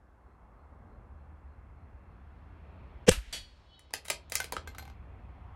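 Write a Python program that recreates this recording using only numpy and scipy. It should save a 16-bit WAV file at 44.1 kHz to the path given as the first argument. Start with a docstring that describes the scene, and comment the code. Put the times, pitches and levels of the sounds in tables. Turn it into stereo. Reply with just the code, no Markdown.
"""On a wooden porch at an outdoor range a muffled rifle shot cracks, and steel downrange answers with a ping.
The bolt is worked and the spent brass case bounces on the boards: brief contacts excite decaying modes.
Filtered noise makes the blast, the sliding bolt, the porch reflections, a distant hum, open air,
faint early chirps and a late far drone.
The shot makes the recorder turn its gain down; it recovers during the reload."""
import sys
import numpy as np
from scipy import signal
from scipy.fft import rfft, irfft, next_fast_len
from scipy.io import wavfile
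from scipy.ndimage import uniform_filter1d, minimum_filter1d

SR = 44100
rng = np.random.default_rng(int(sys.argv[2]) if len(sys.argv) > 2 else 0)


def int16_out(signal):
    """Quantize to a 16-bit WAV file."""
    q = np.round(np.clip(np.atleast_2d(signal).T, -1, 1) * 32767)
    wavfile.write(sys.argv[1], SR, q.astype(np.int16))


N = 244755
TIME = np.arange(N) / SR  # s, the whole scene
T = TIME[:SR]  # s, the first second after an onset


def undb(db):
    """Amplitude ratio: 20 dB is a factor of ten."""
    return 10 ** (np.asarray(db) / 20)


def unit(x):
    """Normalisation to an rms of 1."""
    return x / np.sqrt(np.mean(x ** 2))


def curve(rows):
    """Linear interpolation in time of every column after the first."""
    seconds, *columns = np.transpose(rows)
    return [np.interp(TIME, seconds, column) for column in columns]


def on_log(hz, points):
    """Interpolation of (Hz, value) points on a logarithmic frequency axis."""
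    point_hz, value = np.transpose(points)
    return np.interp(np.log(np.maximum(hz, 1)), np.log(point_hz), value)


def colour(x, points, size=4096):
    """Minimum-phase filtering: a folded cepstrum makes the spectrum causal; white noise keeps its power."""
    gain = unit(undb(on_log(np.fft.rfftfreq(size, 1 / SR), points)))
    cepstrum = irfft(np.log(gain))[:size // 2]
    cepstrum[1:] *= 2
    response = irfft(np.exp(rfft(cepstrum, size)))[:size // 2]
    return signal.fftconvolve(x, response[None], axes=1)[:, :x.shape[1]]


def noise(likeness, size=SR):
    """Interchannel correlation: shared and opposed noise mix to the given likeness of left and right."""
    mid, side = rng.standard_normal((2, size))
    c = np.clip(likeness, -1, 1)
    opposed = side * np.array([[1], [-1]])
    return (np.sqrt(1 + c) * mid + np.sqrt(1 - c) * opposed) / np.sqrt(2)


def fade(t60, rise, size=SR):
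    """Exponential damping: a quick rise, then 60 dB of decay per t60 seconds; the peak is 1."""
    shape = (1 - np.exp(-T[:size] / rise)) * np.exp(-np.log(1000) * T[:size] / t60)
    return shape / shape.max()


def swell(s, width):
    """Gaussian envelope: a bell-shaped rise and fall around time s, peak 1."""
    return np.exp(-((TIME - s) / width) ** 2)


def walk(rate):
    """Smoothed random modulation: levels held for 1 / rate seconds and slewed twice."""
    k = int(SR / rate)
    steps = np.repeat(rng.standard_normal(N // k + 1), k)
    return 2.1 * uniform_filter1d(uniform_filter1d(steps, k), k)[:N]


def ring(modes, spread, rise=0.0011):
    """Modal synthesis: a sum of damped sines, each reaching the two sides with its own phase."""
    out = np.zeros((2, SR))
    for hz, db, t60 in modes:
        phase = rng.uniform(0, 2 * np.pi) + spread * rng.standard_normal((2, 1))
        size = min(int(2 * t60 * SR), SR)
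        tone = np.sin(2 * np.pi * hz * T[:size] + phase)
        out[:, :size] += undb(db) * fade(t60, rise, size=size) * tone
    return out


def struck(modes, spread, scatter_db=3):
    """Modal variation: small random changes of level and pitch keep repeated knocks from ringing alike."""
    chance = rng.standard_normal((len(modes), 2))
    detune = 1 + .004 * chance[:, 0]
    hz, db, t60 = np.transpose(modes)
    return ring(zip(hz * detune, db + scatter_db * chance[:, 1], t60), spread)


def add(out, s, x, pan_db=0):
    """Superposition: mix a sound in at s seconds, louder on the left by pan_db."""
    start = int(s * SR)
    x = x[:, :N - start] * undb(np.array([[pan_db], [-pan_db]]) / 2)
    out[:, start:start + x.shape[1]] += x


def from_right(x, count=5):
    """Arrival-time difference: sound from the right reaches the left side a few samples late."""
    return np.array([np.roll(x[0], count), x[1]])


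# Spectrum of the distant hum. Each row: frequency in Hz, relative density in dB.
HUM_SPECTRUM = [(15, -32.5), (28, -19), (45, -7), (60, -3), (76, -0.5), (100, -11.5), (130, -17),
                (190, -20), (280, -25.5), (500, -43.5), (1500, -79)]
# Course of the hum. Each row: time in seconds, level in dB before a steady 1 dB lift.
HUM_COURSE = [(0, -62), (1.15, -51), (2.1, -53), (3.05, -50), (3.9, -52), (4.65, -49), (5.55, -49.5)]


def hum():
    """Narrow low-frequency noise beats with itself; levelling its short-term power keeps the throb even."""
    (hum_db,) = curve(HUM_COURSE)
    throb = colour(noise(0.97, size=N), HUM_SPECTRUM, size=16384)
    power = uniform_filter1d(np.mean(throb ** 2, axis=0), size=8192)
    return throb * undb(hum_db + 1.0) / np.sqrt(power)


# Spectrum of the outdoor wash. Each row: frequency in Hz, relative density in dB.
AIR_SPECTRUM = [(100, -4.5), (250, -1.5), (500, -2), (750, -1), (1100, -2.5), (1700, -10.5), (2600, -13),
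                (4500, -14.5), (9000, -23)]
# Spectrum of the thin even hiss. Each row: frequency in Hz, relative density in dB.
HISS_SPECTRUM = [(1000, -1.5), (5000, 0.5), (9000, -2.5), (12400, -3.5), (13500, -19.5)]
# Course of the wash. Each row: time in seconds, level in dB before a steady 2.23 dB lift,
# edge in Hz above which it falls away.
AIR_COURSE = [(0, -64, 1700), (.7, -61, 1750), (1.7, -62, 2000), (3.05, -58, 2600), (3.6, -55.5, 5200),
              (5, -60, 2400), (5.55, -57.5, 2200)]


def air():
    """Band-wise modulation: a wash with a moving upper edge, each band wavering alone over an even hiss."""
    air_db, edge_hz = curve(AIR_COURSE)
    size = next_fast_len(N)
    wash = rfft(colour(noise(.1, size=size), AIR_SPECTRUM))
    hz = np.fft.rfftfreq(size, 1 / SR)
    edges = np.r_[0, 700, 1400 * 2 ** (np.arange(9) / 3), SR / 2]  # Hz
    out = undb(-87) * colour(noise(0.091, size=N), HISS_SPECTRUM)
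    for lo, hi in zip(edges, edges[1:]):
        octaves_above = np.maximum(np.log2((lo + hi) / 2 / edge_hz), 0)
        dull_db = -19 * octaves_above
        band = irfft(wash * ((hz >= lo) & (hz < hi)), size)[:, :N]
        waver_db = .7 * walk(4.8)
        add(out, 0, band * undb(air_db + dull_db + waver_db + 2.23), pan_db=1.8)
    return out


def chirps(count=7):
    """Band-pass resonance: narrow noise makes wavering peeps that swell and fade at even intervals."""
    first_s, every_s, level_db = .32, .3, -91
    narrow = signal.butter(2, [4080, 4270], "band", fs=SR, output="sos")
    peep = signal.sosfilt(narrow, noise(0.28, size=N))
    swells = sum(swell(first_s + k * every_s, .05) for k in range(count))
    return undb(level_db) * unit(peep) * swells


# Spectrum of the porch reflections. Each row: frequency in Hz, relative density in dB.
PORCH_SPECTRUM = [(100, 7), (500, 1.5), (1200, -3.5), (2500, 2.5), (4500, 1.5), (8000, 3), (12500, -3.5),
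                  (15000, -23)]
# Decay of the porch. Each row: frequency in Hz, time to fall by 60 dB in seconds.
PORCH_DECAY = [(200, 0.35), (1400, .21), (3700, 0.17), (10000, 0.14)]


def porch(x):
    """Reverberation: boards, stairs and wall send back reflections that thicken; the treble dies first."""
    edges = np.r_[0, 350 * 2 ** np.arange(6), SR]  # Hz
    density = np.minimum(0.038 + T / 0.27, 1)  # share of samples that carry a reflection
    reflections = noise(0.058) * (rng.random(SR) < density) / np.sqrt(density)
    hz, scatter = np.fft.rfftfreq(SR, 1 / SR), rfft(reflections)
    tail = 0
    for lo, hi in zip(edges, edges[1:]):
        band = irfft(scatter * ((hz >= lo) & (hz < hi)))
        tail = tail + band * fade(on_log((lo + hi) / 2, PORCH_DECAY), 0.0042)
    tail = colour(tail, PORCH_SPECTRUM)
    tail = tail / np.sqrt(np.sum(tail ** 2) / 2)  # unit energy per side
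    return signal.fftconvolve(x, tail, axes=1)[:, :x.shape[1]]


# Spectra of the muzzle blast, the crack, the near echo, the far echo and the low roll.
# Each row: frequency in Hz, relative density in dB.
BLAST_SPECTRUM = [(30, -3), (120, -6), (180, 5.5), (250, -4), (380, 3), (510, 11.5), (660, -5), (1300, -11),
                  (2000, -2.5), (2800, -.5), (4300, -10.5), (5800, -5), (8000, -17.5), (15000, -33)]
CRACK_SPECTRUM = [(100, -5), (1200, -7.5), (2300, 2), (6000, 2), (11000, -3.5), (14000, -11), (16000, -23)]
NEAR_ECHO_SPECTRUM = [(120, -35.5), (200, -5.5), (734, -7), (864, -8), (1660, -1), (2060, -4), (2850, -2),
                      (5360, -9.5), (9050, -11), (13000, -16), (15000, -69.5)]
FAR_ECHO_SPECTRUM = [(200, -6), (1000, -17), (1700, 1.5), (2800, -0.5), (5000, -9.5), (9000, -18),
                     (14000, -36)]
ROLL_SPECTRUM = [(15, -18.5), (30, -8), (50, -2), (75, -12.5), (130, -28.5), (300, -35), (1000, -77)]
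# Resonances of the thump. Each row: frequency in Hz, relative level in dB, 60 dB decay in seconds.
THUMP_MODES = [(85, -5, .08), (177, 2, .042), (505, 0, .022)]


def shot():
    """Impulsive radiation: gas thumps, the bullet cracks, the house throws it back, the low end rolls away."""
    out = np.zeros((2, N))
    # a short low burst rises just before the crack and stops quickly
    burst = np.exp(np.minimum((T - .025) / .006, (.025 - T) / .003))
    add(out, 3.066, undb(0.3) * colour(from_right(noise(.6)) * burst, BLAST_SPECTRUM), pan_db=5)
    add(out, 3.082, undb(-6.5) * ring(THUMP_MODES, spread=.6, rise=.008), pan_db=6)
    crack = colour(from_right(noise(0.7)) * fade(0.0058, .0004), CRACK_SPECTRUM)
    add(out, 3.0925, undb(2) * (crack + undb(-15) * porch(crack)), pan_db=-0.5)
    near_echo = colour(noise(.1) * fade(.2, 0.0011), NEAR_ECHO_SPECTRUM)
    add(out, 3.1125, undb(-18) * near_echo, pan_db=-1)
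    far_echo = colour(noise(.1) * fade(1.0, 0.14), FAR_ECHO_SPECTRUM)
    add(out, 3.15, undb(-46.5) * far_echo)
    # the pressure wave heaves the deck at 30 Hz, and a second swell follows at 53 Hz
    heave = fade(.07, .003) * np.sin(2 * np.pi * 30 * T) * np.ones((2, 1))
    add(out, 3.113, undb(-10.5) * heave, pan_db=-1)
    early_roll = unit(colour(noise(0.5), ROLL_SPECTRUM)) * fade(.2, .005)
    add(out, 3.097, undb(-20.5) * early_roll, pan_db=4)
    add(out, 3.172, undb(-19.5) * ring([(53, 0.011, 0.12)], spread=0.41, rise=0.014))
    late_roll = unit(colour(noise(0.63), ROLL_SPECTRUM)) * fade(0.85, 0.067)
    add(out, 3.25, undb(-38) * late_roll)
    return out


# Modes of the steel plate. Each row: frequency in Hz, relative level in dB, 60 dB decay in seconds.
STEEL_MODES = [(3025, 1, .3), (3348, 0, .35), (3817, -3, .3), (4355, -5, .42), (4683, -3, .36),
               (5771, -7, .28), (7133, -12, .3), (7429, -9, .21), (7811, -10, .17), (8926, -13, .2),
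               (9868, -14, .2), (11470, -12, .14)]
# Spectrum of the scattered spray. Each row: frequency in Hz, relative density in dB.
SPRAY_SPECTRUM = [(150, 0), (400, -5.5), (600, 1), (1200, -9), (1700, 1), (3200, 4.5), (6000, -2),
                  (9000, -3), (12500, -13), (14500, -41)]


def ping():
    """Plate vibration: paired modes of struck steel beat amid a bright spray; a soft echo returns from far."""
    out = np.zeros((2, N))
    strike_s = 3.3265
    twins = [(hz + rng.uniform(8, 30), db - 9, t60) for hz, db, t60 in STEEL_MODES]
    add(out, strike_s, undb(-30) * ring(STEEL_MODES + twins, spread=1.0, rise=0.0017))
    late_spray = fade(0.15, 0.042) * np.minimum(T / 0.024, 1)
    spray = fade(.23, 0.00028) + undb(-8) * late_spray
    add(out, strike_s, undb(-26) * colour(noise(0.055) * spray, SPRAY_SPECTRUM))
    # the low modes come back along many paths at once, so they swell and waver
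    paths = noise(0.18) * np.exp(-np.abs(T - .14) / .045)
    echo = signal.fftconvolve(ring(STEEL_MODES[:4], spread=.9), paths, axes=1)[:, :SR]
    add(out, 3.6, undb(-60.5) * unit(echo))
    return out


# Modes of the deck boards. Each row: frequency in Hz, relative level in dB, 60 dB decay in seconds.
BOARD_MODES = [(149, -12, 0.17), (285, -11, 0.072), (380, -6, 0.065), (449, -6, .06), (510, -4.5, 0.049),
               (581, -5.5, 0.092), (654, -3.5, 0.03), (820, -1.5, 0.037)]


def knocks(rows, modes, t60, rise, clack_db, thud_db, tick_db, ring_db, body_db, body_t60, deck_db):
    """Impact excitation: micro-impacts ring metal, body and deck; a harder contact trades thud for tick."""
    out = np.zeros((2, N))
    for s, force, hardness, body_hz in rows:
        low = force - hardness + thud_db
        mid = force + clack_db
        top = force + hardness + tick_db
        spectrum = [(120, low - 17), (420, low - 1), (1100, low), (2000, mid + 1), (4800, mid),
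                    (7500, top + 1), (11000, top - 3), (15500, top - 5.5 + hardness / 2)]
        # colour() normalises the spectrum, so its overall strength is given back
        gain = undb(on_log(np.linspace(0, SR / 2, 512), spectrum))
        strength = np.sqrt(np.mean(gain ** 2))
        contact = from_right(noise(0.71)) * fade(t60, rise)
        metal = undb(ring_db) * struck(modes, spread=0.52)
        add(out, s, strength * colour(contact + metal, spectrum, size=1024))
        body = from_right(ring([(body_hz, 0, body_t60)], spread=.2))
        add(out, s, undb(low + body_db) * body)
        add(out, s, undb(low + deck_db) * struck(BOARD_MODES, spread=0.69))
    return out


# The bolt meeting its stops. Each row: start in seconds, relative force in dB,
# hardness of the contact in dB, body resonance in Hz.
BOLT_CONTACTS = [(3.793, -45, 4, 1000), (3.907, -47, -9, 960), (3.9372, -16.5, 1, 1965),
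                 (4.052, -37, 2, 2770), (4.0827, -27.5, 2, 1990), (4.1004, -17.5, 2, 2750),
                 (4.1035, -18, -1, 620), (4.2982, -45, 7.5, 2040), (4.3204, -24.5, 2, 2000),
                 (4.3538, -18.5, 6, 2040), (4.4425, -34.5, 2.5, 465), (4.5222, -32, 6, 988),
                 (4.5236, -34, -8.5, 960), (4.5326, -39, -9, 480), (4.566, -33, -8.5, 1260)]
# Modes of the rifle action. Each row: frequency in Hz, relative level in dB, 60 dB decay in seconds.
BOLT_MODES = [(480, -11, 0.083), (642, 3, 0.07), (948, -4, 0.23), (1242, 0, 0.12), (1573, 1, 0.064),
              (2067, 1, 0.084), (2600, -27.5, .12), (3190, -7, 0.23), (3875, 2.5, 0.05), (4210, -8, 0.18),
              (4516, -12, 0.17), (4910, 10, 0.027), (5970, -5, 0.18), (7300, -5, .12), (7780, -9, 0.083),
              (9750, 11, 0.035)]


def bolt():
    """Impact of metal on metal: the bolt is lifted, drawn back, run forward and locked."""
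    return knocks(BOLT_CONTACTS, BOLT_MODES, t60=0.0095, rise=0.00114, clack_db=8.5, thud_db=5.5,
                  tick_db=2.5, ring_db=-30, body_db=-11, body_t60=0.027, deck_db=-25)


# The bolt sliding in its raceway. Each row: start in seconds, length in seconds,
# level in dB before the stroke's envelope.
BOLT_SLIDES = [(3.929, 0.035, -37), (4.043, 0.11, -39.5), (4.315, 0.052, -40), (4.363, 0.044, -46),
               (4.435, 0.04, -53)]
# Spectrum of the rubbing. Each row: frequency in Hz, relative density in dB.
RUB_SPECTRUM = [(300, -9), (1200, -3.5), (2500, 1), (8000, -9.5), (12000, -1.5), (16000, -22)]


def slides():
    """Friction noise: steel rubbing on steel is a run of tiny uneven catches."""
    out = np.zeros((2, N))
    for s, length, db in BOLT_SLIDES:
        happens = rng.random(SR) < 900 / SR  # about 900 catches a second
        catches = happens * undb(1.2 * rng.exponential(size=SR)) * rng.standard_normal(SR)
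        rub = colour(from_right(np.array([catches, catches])), RUB_SPECTRUM, size=1024)
        stroke = np.sqrt(np.abs(np.sin(np.pi * np.minimum(T / length, 1))))
        add(out, s, undb(db) * unit(rub) * stroke)
    return out


def rattle(count=5):
    """Inelastic bouncing: the last hops of the case crowd together and die away."""
    start_s, hop_s, hop_keeps = 4.7934, .031, .89
    force_db, hop_loss_db, hardness_db, body_hz = -47, 1.8, -7.5, 830
    hop = np.arange(count)
    times = start_s + np.r_[0, np.cumsum(hop_s * hop_keeps ** hop)]
    return [(times[k], force_db - hop_loss_db * k, hardness_db, body_hz) for k in hop]


# The case landing on the boards. Each row: start in seconds, relative force in dB,
# hardness of the contact in dB, body resonance in Hz.
CASE_LANDINGS = [(4.401, -24.5, -2, 1504), (4.6735, -39.5, -5, 1600), (4.748, -49.5, -8.5, 1280),
                 (4.7826, -40.5, -1, 1323)]
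# Modes of the brass case. Each row: frequency in Hz, relative level in dB, 60 dB decay in seconds.
BRASS_MODES = [(770, -1, .05), (1540, 0, .05), (2100, -2, .06), (4160, -10, .15), (12555, 4, .15),
               (12610, -3, .12)]


def case():
    """Impact of a light shell: the brass case bounces on the boards and rattles to rest."""
    return knocks(CASE_LANDINGS + rattle(), BRASS_MODES, t60=0.017, rise=0.0013, clack_db=7.5, thud_db=4.5,
                  tick_db=2.5, ring_db=-15.5, body_db=-12.5, body_t60=0.039, deck_db=-27)


# Spectrum of the far drone. Each row: frequency in Hz, relative density in dB.
DRONE_SPECTRUM = [(200, -45), (450, -28), (680, -6), (760, 2.5), (850, -3.5), (1100, -9.5), (1600, -35.5),
                  (5000, -70)]


def drone():
    """Narrow-band noise under a Gaussian envelope: a hollow rush swells and recedes in the distance."""
    peak_s, width_s, level_db = 5.38, .38, -67.5
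    rush = colour(noise(0.092, size=N), DRONE_SPECTRUM)
    return undb(level_db) * swell(peak_s, width_s) * rush


def gain_control(x, size=882):
    """Dynamic range compression: a loud sound turns the gain down; it holds, then creeps back up."""
    threshold_db, duck_db, recover_db_per_s = -17, 10, 14
    hold_s, look_ahead_s = .8, .02
    power = uniform_filter1d(np.mean(x ** 2, axis=0), size=size)
    power_db = 10 * np.log10(np.maximum(power, 1e-12))
    level_db = np.interp(TIME + look_ahead_s, TIME, power_db)
    hold = int(hold_s * SR)
    wanted_db = np.clip(threshold_db - level_db, -duck_db, 0)
    held_db = minimum_filter1d(wanted_db, size=hold, origin=(hold - 1) // 2)
    # the gain may fall at once but rise no faster than the recovery slope
    recovery_db = recover_db_per_s * TIME
    return x * undb(np.minimum.accumulate(held_db - recovery_db) + recovery_db)


def scene():
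    """Superposition of the backdrop, the shot with its ping, and the reload with its porch reflections."""
    near = bolt() + slides() + case()
    reload = near + undb(-8.5) * porch(near)
    return hum() + air() + chirps() + shot() + ping() + reload + drone()


def record(dry):
    """Compression, saturation and low-pass filtering: the gain ducks, peaks round off, the top is cut."""
    rounded = np.tanh(gain_control(dry))
    low_pass = signal.ellip(8, .2, 70, 16000, fs=SR, output="sos")  # edge at 16 kHz
    return signal.sosfilt(low_pass, rounded)


dry = scene()
out = record(dry)
int16_out(out)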